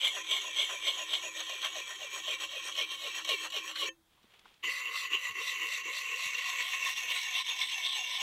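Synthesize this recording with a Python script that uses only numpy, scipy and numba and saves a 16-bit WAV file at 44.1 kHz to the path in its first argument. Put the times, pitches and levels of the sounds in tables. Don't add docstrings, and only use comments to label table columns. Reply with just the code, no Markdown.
import sys
import numpy as np
from scipy import signal
from scipy.fft import rfft, irfft, next_fast_len
from scipy.io import wavfile
from numba import njit

SR = 44100
rng = np.random.default_rng(int(sys.argv[2]) if len(sys.argv) > 2 else 0)


def to_wav(s):
    ch = np.atleast_2d(s).T
    pcm = np.round(np.clip(ch, -1, 1) * 32767)
    wavfile.write(sys.argv[1], SR, pcm.astype(np.int16))


N = 362493
TIME = np.arange(N) / SR

# (middle time [s], relative level [dB], swell length [s], place [-1..1])
FIRST_FACE_STROKES = [(.055, -33.5, 0.053, 0.34), (.168, -35.5, 0.058, -0.31), (.341, -32.5, 0.07, 0.24),
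                      (.465, -37, .06, -0.3), (.607, -32.5, 0.059, 0.28), (.719, -37, 0.077, -0.31),
                      (.885, -34, 0.073, 0.29), (1.008, -37.5, 0.063, -0.39), (1.14, -35, 0.067, 0.34),
                      (1.253, -36, 0.044, -0.39), (1.386, -37, 0.06, -0.12), (1.523, -38.5, 0.088, -0.14),
                      (1.654, -35.5, 0.053, -0.056), (1.776, -34.5, 0.05, -0.063),
                      (1.906, -39, 0.064, -0.32), (2.029, -39, .064, -0.063), (2.166, -35.5, .058, -0.31),
                      (2.302, -34.5, 0.057, 0.055), (2.424, -35, 0.04, -0.17), (2.554, -37, 0.06, -0.018),
                      (2.672, -37, 0.061, -0.24), (2.801, -32.5, .045, 0.14), (2.926, -39, 0.051, -0.077),
                      (3.055, -35, 0.058, 0.15), (3.169, -36, 0.046, -0.28), (3.311, -32.5, 0.051, 0.072),
                      (3.436, -35, 0.059, -0.28), (3.566, -33.5, 0.03, 0.13), (3.68, -38.5, 0.061, -0.21),
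                      (3.848, -34, 0.079, -0.043)]
SECOND_FACE_STROKES = [(4.66, -40, 0.15, -0.49), (4.785, -41, 0.035, 0.62), (4.878, -42.5, 0.047, -0.6),
                       (5.005, -39, 0.13, 0.73), (5.148, -38, 0.043, -0.79), (5.265, -39, 0.051, -0.14),
                       (5.39, -45, .04, -0.071), (5.495, -38.5, 0.16, 0.42), (5.64, -41.5, .042, -.5),
                       (5.752, -38, 0.11, 0.27), (5.88, -41, 0.035, -0.6), (5.98, -38, 0.13, 0.28),
                       (6.137, -39, 0.074, -0.33), (6.245, -36.5, 0.11, 0.19), (6.378, -37, 0.082, -0.042),
                       (6.493, -34, 0.084, -0.079), (6.615, -36, 0.063, -.05), (6.728, -35, 0.062, 0.099),
                       (6.863, -32.5, 0.094, -0.052), (7.005, -37, 0.091, -0.08),
                       (7.126, -32.5, 0.075, 0.032), (7.255, -37, 0.057, 0.013),
                       (7.374, -32.5, 0.059, 0.34), (7.499, -34.5, 0.067, -0.047),
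                       (7.614, -32.5, 0.039, 0.4), (7.744, -35.5, 0.097, 0.12), (7.863, -36, 0.047, 0.45),
                       (7.985, -38, 0.1, -0.032), (8.118, -40.5, 0.26, 0.53), (8.218, -36, 0.048, -0.19)]
# (pitch [Hz], width [Hz], gain [dB], gain per unit of place [dB],
# gain along the edge [dB], bend per unit of place [log ratio], bend along the edge [log ratio])
FIRST_HEAD_TONES = [(416, 110, -26.5, -2, -7.5, 0.066, -0.043), (1051.4, 63, -14.5, 1, 4, 0.073, 0.037),
                    (1230, 1600, -16.5, 0, -1.5, -0.18, 0.12), (1877, 146, -15, -14, 1, 0.0097, -0.0045),
                    (2248, 82, -10.5, 8.5, -3.5, -0.19, 0.0049), (2780, 190, -12, 13, 6, 0.19, 0.01),
                    (3233, 394, -0.5, 15, -3, -0.021, -0.028), (3563, 385, -7.5, 20, -3.5, -0.07, 0.08),
                    (4190, 320, -21.5, 17, 8.5, -0.055, 0.0078), (5380, 570, -28, -1, 13.5, -0.016, 0.057),
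                    (5980, 260, -15, -4.5, -6, 0.064, -0.02), (6410, 350, -15, -23.5, -5.5, -0.15, -0.014),
                    (7830, 710, -19, 7, -2.7, -0.033, -0.036), (10870, 1100, -24, -6, -18.5, 0.023, -0.11),
                    (11000, 11700, -27, 7, 10, -0.3, -0.051), (12700, 770, -30, 2, -2, -0.029, -0.058)]
SECOND_HEAD_TONES = [(440, 430, -35, -6.5, 4, -0.01, 0.091), (1102, 107, -7, -5, -10, 0.0092, -0.04),
                     (1372, 270, -18, 1, -14, -0.063, 0.079), (1997, 148, -4.5, -5, -9, 0.014, -0.091),
                     (2071, 240, -2, 1, -6, -0.048, 0.088), (2733, 410, 0, -7.5, -10.5, -0.036, -0.04),
                     (3166, 590, -17.5, 12, 13.5, 0.037, 0.03), (3582, 127, -19, 19, 12.5, 0.011, -0.0024),
                     (3857, 205.0, -16, 16, 2, 0.023, 0.011), (4424, 590, -11.5, 9, -12, 0.008, -0.037),
                     (6050, 860, -14.5, 5, 1, -0.056, -0.082), (7010, 270, -23, -11, 4.5, 0.043, -0.11),
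                     (7420, 790, -15.5, 1, -5, 0.072, 0.047), (11000, 7400, -16.5, 6, -6.5, -0.19, 0.11),
                     (13350, 1100, -23.5, 3, -11, 0.06, -0.095)]
# (pitch [Hz], width [Hz], gain [dB], gain along the edge [dB], bend along the edge [log ratio],
# pitch swing [log ratio], highest at [cycles], swell [dB], loudest at [cycles])
FIRST_FACE_WHINES = [(2506, 110, -13.5, 2, -0.033, 0.046, 0.28, 6.5, 0.69),
                     (2213, 91, -11.5, -23, 0, 0.028, .05, 7.5, 0.0195),
                     (2758, 100, -16, 3.5, -0.0011, .085, .3, 8, 0.52),
                     (530.5, 34, -26.5, 2.5, -0.0082, 0.017, 0.24, 1.5, .45),
                     (5950, 160, -30, 6, -.04, .025, 0.91, 4, 0.29),
                     (6600, 93, -18, -6, -.005, 0.022, 0.24, 5, 0.3),
                     (7810, 140, -21, 2, -0.0032, .02, 0.89, 2, 1),
                     (10820, 180, -28, -1.5, -.07, .03, 0.98, 3.5, 0.098),
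                     (12750, 250, -30.5, 2, -0.036, 0.032, 0.88, 0, 0.99)]
SECOND_FACE_WHINES = [(1065, 65, -31.5, 14.5, -0.033, .02, 0.23, 7.9, 0.032),
                      (2736, 84, -5, -7.5, 0.0031, .01, 0.48, 2.6, 0.88),
                      (2557, 90, -22, 17.5, 0.115, 0.06, 0.253, 6.4, 0.58),
                      (3984, 190, -16.5, -8, .02, .03, .55, 5, 0.33),
                      (5940, 220, -23, 9.5, 0.049, 0.042, 0.554, 3.8, 0.64),
                      (6990, 170, -18, -16, 0.0055, 0.023, .35, 6.1, 0.6),
                      (7760, 200, -38.5, 15, 0.032, 0.04, 0.07, 4, 0.21),
                      (10800, 300, -35, 5.5, 0, 0.031, 0.79, 6.5, 0.57),
                      (13330, 450, -26.5, -5, -.07, .03, 0.88, 4, 0.6)]
# (time [s], circle radius [units of place], stone pitch [Hz],
# pitch swing [log ratio], gain on pushes [dB], gain on pulls [dB])
FIRST_FACE_GRIP = [(0, 0.11, 628, 0.21, -19.5, -14), (1.0, 0.08, 634, 0.13, -17, -13.5),
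                   (2.0, 0.01, 597, 0.27, -21.5, -12), (2.8, 0.05, 526, 0.19, -22.5, -11.5),
                   (3.55, 0.09, 520, .3, -23, -9.5), (3.86, 0.6, 430, 0.28, -29, -11.5)]
SECOND_FACE_GRIP = [(4.63, .25, 464, 0.24, -13.5, -26.5), (5.9, 0.18, 470, .24, -14.5, -26.5),
                    (6.4, .1, 582, .14, -26, -27), (7.0, 0.25, 730, 0.19, -25.5, -25),
                    (7.5, 0.18, 860, 0.15, -25, -18), (8.2, 0.19, 700, 0.15, -24.5, -17)]
# (time [s], extra force [dB])
GRAIN_SNAGS = [(.043, 2), (0.309, 4), (0.409, 5), (.602, 1), (0.88, 2), (1.134, 5.5), (1.493, 7),
               (2.776, 4), (3.181, 3), (3.246, 10.5), (3.289, 8.5), (3.501, 13), (3.521, 10.5),
               (3.756, 5.5), (4.953, 0), (6.998, 2.5)]
# (time [s], loss [dB])
STONE_SKIPS = [(2.762, -0.5), (3.23, -1), (3.274, 2), (3.488, 5), (3.737, 6.5), (5.088, 8.5), (5.333, 7.5),
               (5.828, 7), (6.785, 3), (6.95, 8), (7.136, 5.5), (7.436, 8.5), (7.679, 5)]
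# (time [s], relative level [dB], pitch [Hz])
STONE_DRAGS = [(0.18, -42.5, 1520), (0.71, -46.5, 1390), (1.41, -49, 1400), (1.65, -38.5, 1400),
               (1.91, -53, 1400), (2.17, -44, 1300), (2.425, -46, 1308), (2.69, -47, 1370),
               (3.2, -46, 1396), (3.46, -40.5, 1300), (3.71, -49, 1300), (3.77, -42.5, 1950)]
# (pitch [Hz], level [dB], time to fade by 60 dB [s])
FREE_HEAD_TONES = [(334, -54, 0.33), (1050, -46.5, 0.1), (1810, -38.5, 0.081), (2640, -44, 0.11),
                   (3100, -32.5, .05), (6420, -47, 0.11)]
# (time [s], level [dB])
RUSTLE_LEVELS = [(3.95, -99), (4.09, -77), (4.14, -71), (4.28, -68.5), (4.34, -61.5), (4.37, -68),
                 (4.43, -67), (4.47, -61.5), (4.53, -66.5), (4.59, -72), (4.66, -59), (4.9, -72)]
# (frequency [Hz], relative level [dB])
CLOTH_COLOUR = [(120, -38), (200, -4), (248, -18), (320, -9), (383, -8.5), (734, -9.5), (1570, -9.5),
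                (3350, -4), (4810, -17.5), (15000, -37)]
# (time [s], level [dB], pitch [Hz], width [Hz], time to fade by 60 dB [s])
FINGER_TAPS = [(4.175, -68, 1050, 200, .1), (4.229, -64, 3500, 4000, .04), (4.241, -58, 170, 300, 0.054),
               (4.393, -53.5, 2800, 4000, 0.027), (4.456, -50, 1010, 900, 0.035),
               (4.471, -65, 1800, 3000, .03), (4.541, -59, 3500, 4000, .03), (5.298, -59, 105, 160, .14),
               (5.389, -69, 75, 90, .2), (6.26, -60, 140, 130, .08)]
# (frequency [Hz], relative level [dB])
AIR_COLOUR = [(12, -32), (20, -3), (256, -11.5), (421, -17.5), (1020, -15), (2280, -21), (2690, -24),
              (2930, -32), (3180, -13), (4560, -24), (15000, -26.5)]

FIRST_CONTACT_S, SECOND_CONTACT_S = (0.0, 3.887), (4.632, 8.23)
LIFT_OFF_S = 3.889


def hone(motion, contact, tones, whines, impacts, stone_width_hz, release_s, wobble, tilt_db,
         overhang_hz):
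    cycle, level_db, place, stone_hz, stone_db = motion
    start, end = contact
    touch = np.clip((TIME - start) / release_s + .5, 0, 1) * np.clip((end - TIME) / release_s + 1, 0, 1)
    out = resonate(strike(touch * impacts) * from_db(stone_db), stone_hz, stone_width_hz)
    live = (TIME > start - .05) & (TIME < end + .1)
    along = (TIME[live] - start) / (end - start)
    force = (touch * impacts * from_db(level_db))[live]
    place, cycle = place[live], cycle[live]
    crossing_s = np.exp(-.04 * wave(cycle, .9) - 0.096 * drift(13)[live]) / overhang_hz
    for hz, width, db, place_db, along_db, place_bend, along_bend in tones:
        rocking_db = tilt_db * drift(8.9)[live]
        drive = strike(force) * from_db(db + place_db * place + along_db * along + rocking_db)
        if width > 2000:
            drive = (drive + np.interp(TIME[live] - crossing_s, TIME[live], drive)) / np.sqrt(2)
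        out[live] += resonate(drive, hz * np.exp(place_bend * place + along_bend * along), width)
    for hz, width, db, along_db, along_bend, swing, highest, swell_db, loudest in whines:
        gain = from_db(db + along_db * along + swell_db * wave(cycle, loudest))
        bend = along_bend * along + swing * wave(cycle, highest) + wobble * drift(5.2)[live]
        out[live] += resonate(strike(force) * gain, hz * np.exp(bend), width)
    return out


def hand(strokes, grip, steepness, ease_db, ease_at, stall_db, highest_at):
    cycle = stroke_cycle(strokes)
    level_db = scrape_level(strokes, cycle, steepness, ease_db, ease_at)
    radius, middle_hz, swing, push_db, pull_db = in_time(grip)
    times, _, _, places = np.transpose(strokes)
    reach = np.sin(2 * np.pi * cycle)
    pushing = np.cos(np.pi * cycle) ** 2
    place = np.interp(TIME, times, places) + radius * reach
    stone_hz = middle_hz * np.exp(swing * wave(cycle, highest_at))
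    stone_db = level_db + pushing * push_db + (1 - pushing) * pull_db - stall_db * reach ** 4
    return cycle, level_db, place, stone_hz, stone_db


def stroke_cycle(strokes):
    times = np.array(strokes)[:, 0]
    times = np.r_[2 * times[0] - times[1], times, 2 * times[-1] - times[-2]]
    return np.interp(TIME, times, (np.arange(len(times)) - 1) / 2)


def scrape_level(strokes, cycle, steepness, ease_db, ease_at, skip_s=0.013):
    times = TIME[::40]
    power = sum(from_db(db) ** 2 / (1 + ((times - at) / length_s) ** 2) ** steepness
                for at, db, length_s, _ in strokes)
    lost_db = sum(db * np.exp(-((times - at) / skip_s) ** 2) for at, db in STONE_SKIPS)
    easing = np.cos(np.pi * (cycle - ease_at)) ** 16
    return np.interp(TIME, times, 10 * np.log10(power) - lost_db) - ease_db * easing


def grit(per_s, size_db, judder_db, judder_hz, sway_db):
    sizes = from_db(size_db * np.minimum(rng.exponential(1, N), 5))
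    clumps = from_db(judder_db * drift(judder_hz) + sway_db * drift(12.2))
    hits = rng.random(N) < per_s / SR
    return unit_level(hits * sizes * clumps)


def snags(length_s, skate_share=0.21, skate_s=0.015):
    force_db = np.zeros(N)
    for at, db in GRAIN_SNAGS:
        gap = np.abs(TIME - at)
        force_db += db * np.where(TIME >= at, np.exp(-gap / length_s), -skate_share * np.exp(-gap / skate_s))
    return from_db(force_db)


def drags(impacts, width_hz, length_s):
    swell = sum(from_db(db) * np.exp(-((TIME - at) / length_s) ** 2) for at, db, _ in STONE_DRAGS)
    _, pitch_hz = in_time(STONE_DRAGS)
    return resonate(strike(impacts * swell), pitch_hz, width_hz)


def body_echo(sound, delay_s, echo_db):
    gain = from_db(echo_db)
    echo = gain * np.interp(TIME - delay_s, TIME, sound, left=0)
    return (sound + echo) / np.sqrt(1 + gain ** 2)


def free_ring(slip_s):
    click = signal.unit_impulse(N, round(LIFT_OFF_S * SR))
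    swell = np.clip((TIME - LIFT_OFF_S) / slip_s, 0, 1)
    return swell * sum(from_db(db) * ring(click, hz, fade_s) for hz, db, fade_s in FREE_HEAD_TONES)


def handle_hum(hz, fade_s, gain_db, growth_db):
    stroke_db = in_time(FIRST_FACE_STROKES)[0]
    force = from_db(stroke_db + growth_db * (TIME / LIFT_OFF_S - 1.5)) * (TIME < LIFT_OFF_S)
    build_up = np.sqrt(fade_s * SR / (4 * np.log(1000)))
    return from_db(gain_db) * ring(strike(force), hz, fade_s) / build_up


def handling():
    flutter = unit_level(from_db(2.2 * drift(90)))
    out = from_db(in_time(RUSTLE_LEVELS)[0]) * shaped_noise(CLOTH_COLOUR) * flutter
    age = np.arange(SR // 8) / SR
    for at, db, hz, width, fade_s in FINGER_TAPS:
        start = round(at * SR)
        out[start:start + len(age)] += resonate(strike(from_db(db - 60 * age / fade_s)), hz, width)
    return out


def still_air(level_db):
    return from_db(level_db) * shaped_noise(AIR_COLOUR)


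def strike(impacts):
    return impacts * rng.standard_normal(len(impacts))


def resonate(sound, hz, width_hz):
    angle = 2 * np.pi * np.clip(hz, 20, .42 * SR) / SR * np.ones(len(sound))
    tuning = np.tan(angle / 2)
    damping = 2 * np.pi * width_hz / SR / np.sin(angle)
    once = band_pass(sound + 1e-18, tuning, damping)
    return band_pass(once, tuning, damping) * np.sqrt(2 * SR / (np.pi * width_hz))


@njit
def band_pass(sound, tuning, damping):
    out, band, low = np.zeros(len(sound)), 0., 0.
    for i in range(len(sound)):
        step = tuning[i]
        passed = (band + step * (sound[i] - low)) / (1 + step * (step + damping[i]))
        band, low = 2 * passed - band, low + 2 * step * passed
        out[i] = damping[i] * passed
    return out


def ring(force, hz, fade_s):
    decay, angle = from_db(-60 / (fade_s * SR)), 2 * np.pi * hz / SR
    return signal.lfilter([0, np.sin(angle)], [1, -2 * decay * np.cos(angle), decay ** 2], force + 1e-18)


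def shaped_noise(colour):
    hz, db = np.transpose(colour)
    size = next_fast_len(N)
    log_hz = np.log(np.maximum(np.fft.rfftfreq(size, 1 / SR), 1))
    gain = from_db(np.interp(log_hz, np.log(hz), db))
    return unit_level(irfft(rfft(rng.standard_normal(size)) * gain)[:N])


def drift(rate_hz):
    decay = np.exp(-2 * np.pi * rate_hz / SR)
    return unit_level(signal.lfilter([1], [1, -2 * decay, decay ** 2], rng.standard_normal(N + SR))[SR:])


def wave(cycle, peak_at):
    return np.cos(2 * np.pi * (cycle - peak_at))


def in_time(rows):
    times, *columns = np.transpose(rows)
    return [np.interp(TIME, times, column) for column in columns]


def from_db(db):
    return 10 ** (np.asarray(db) / 20)


def unit_level(sound):
    return sound / np.sqrt(np.mean(sound ** 2) + 1e-20)


def scene():
    surge = snags(length_s=0.0076)
    first_grit = surge * grit(per_s=11000, size_db=1.5, judder_db=1.5, judder_hz=210, sway_db=0.76)
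    second_grit = surge * grit(per_s=11000, size_db=1.5, judder_db=1.5, judder_hz=260, sway_db=1.03)
    motion = hand(FIRST_FACE_STROKES, FIRST_FACE_GRIP,
                  steepness=2.99, ease_db=1.5, ease_at=0.5, stall_db=17.5, highest_at=0.26)
    first = hone(motion, FIRST_CONTACT_S, FIRST_HEAD_TONES, FIRST_FACE_WHINES, first_grit,
                 stone_width_hz=160, release_s=0.0027, wobble=0.016, tilt_db=1.66, overhang_hz=2570)
    first += drags(first_grit, width_hz=1430, length_s=0.018)
    motion = hand(SECOND_FACE_STROKES, SECOND_FACE_GRIP,
                  steepness=2.67, ease_db=0.5, ease_at=0.67, stall_db=2, highest_at=0.4)
    second = hone(motion, SECOND_CONTACT_S, SECOND_HEAD_TONES, SECOND_FACE_WHINES, second_grit,
                  stone_width_hz=157, release_s=0.013, wobble=0.013, tilt_db=2.06, overhang_hz=2130)
    axe = from_db(-0.4) * body_echo(first, delay_s=0.0051, echo_db=-11.0)
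    axe += from_db(-0.13) * body_echo(second, delay_s=0.004, echo_db=-9.5)
    bass_cut = signal.butter(8, 280, "high", fs=SR, output="sos")
    axe = signal.sosfilt(bass_cut, axe) + free_ring(slip_s=0.0015)
    axe += handle_hum(hz=322.4, fade_s=0.52, gain_db=-29, growth_db=5)
    return (axe + handling() + still_air(level_db=-72))[None]


def record(dry):
    return signal.sosfilt(signal.ellip(10, .2, 70, 15750, fs=SR, output="sos"), dry)


dry = scene()
out = record(dry)
to_wav(out)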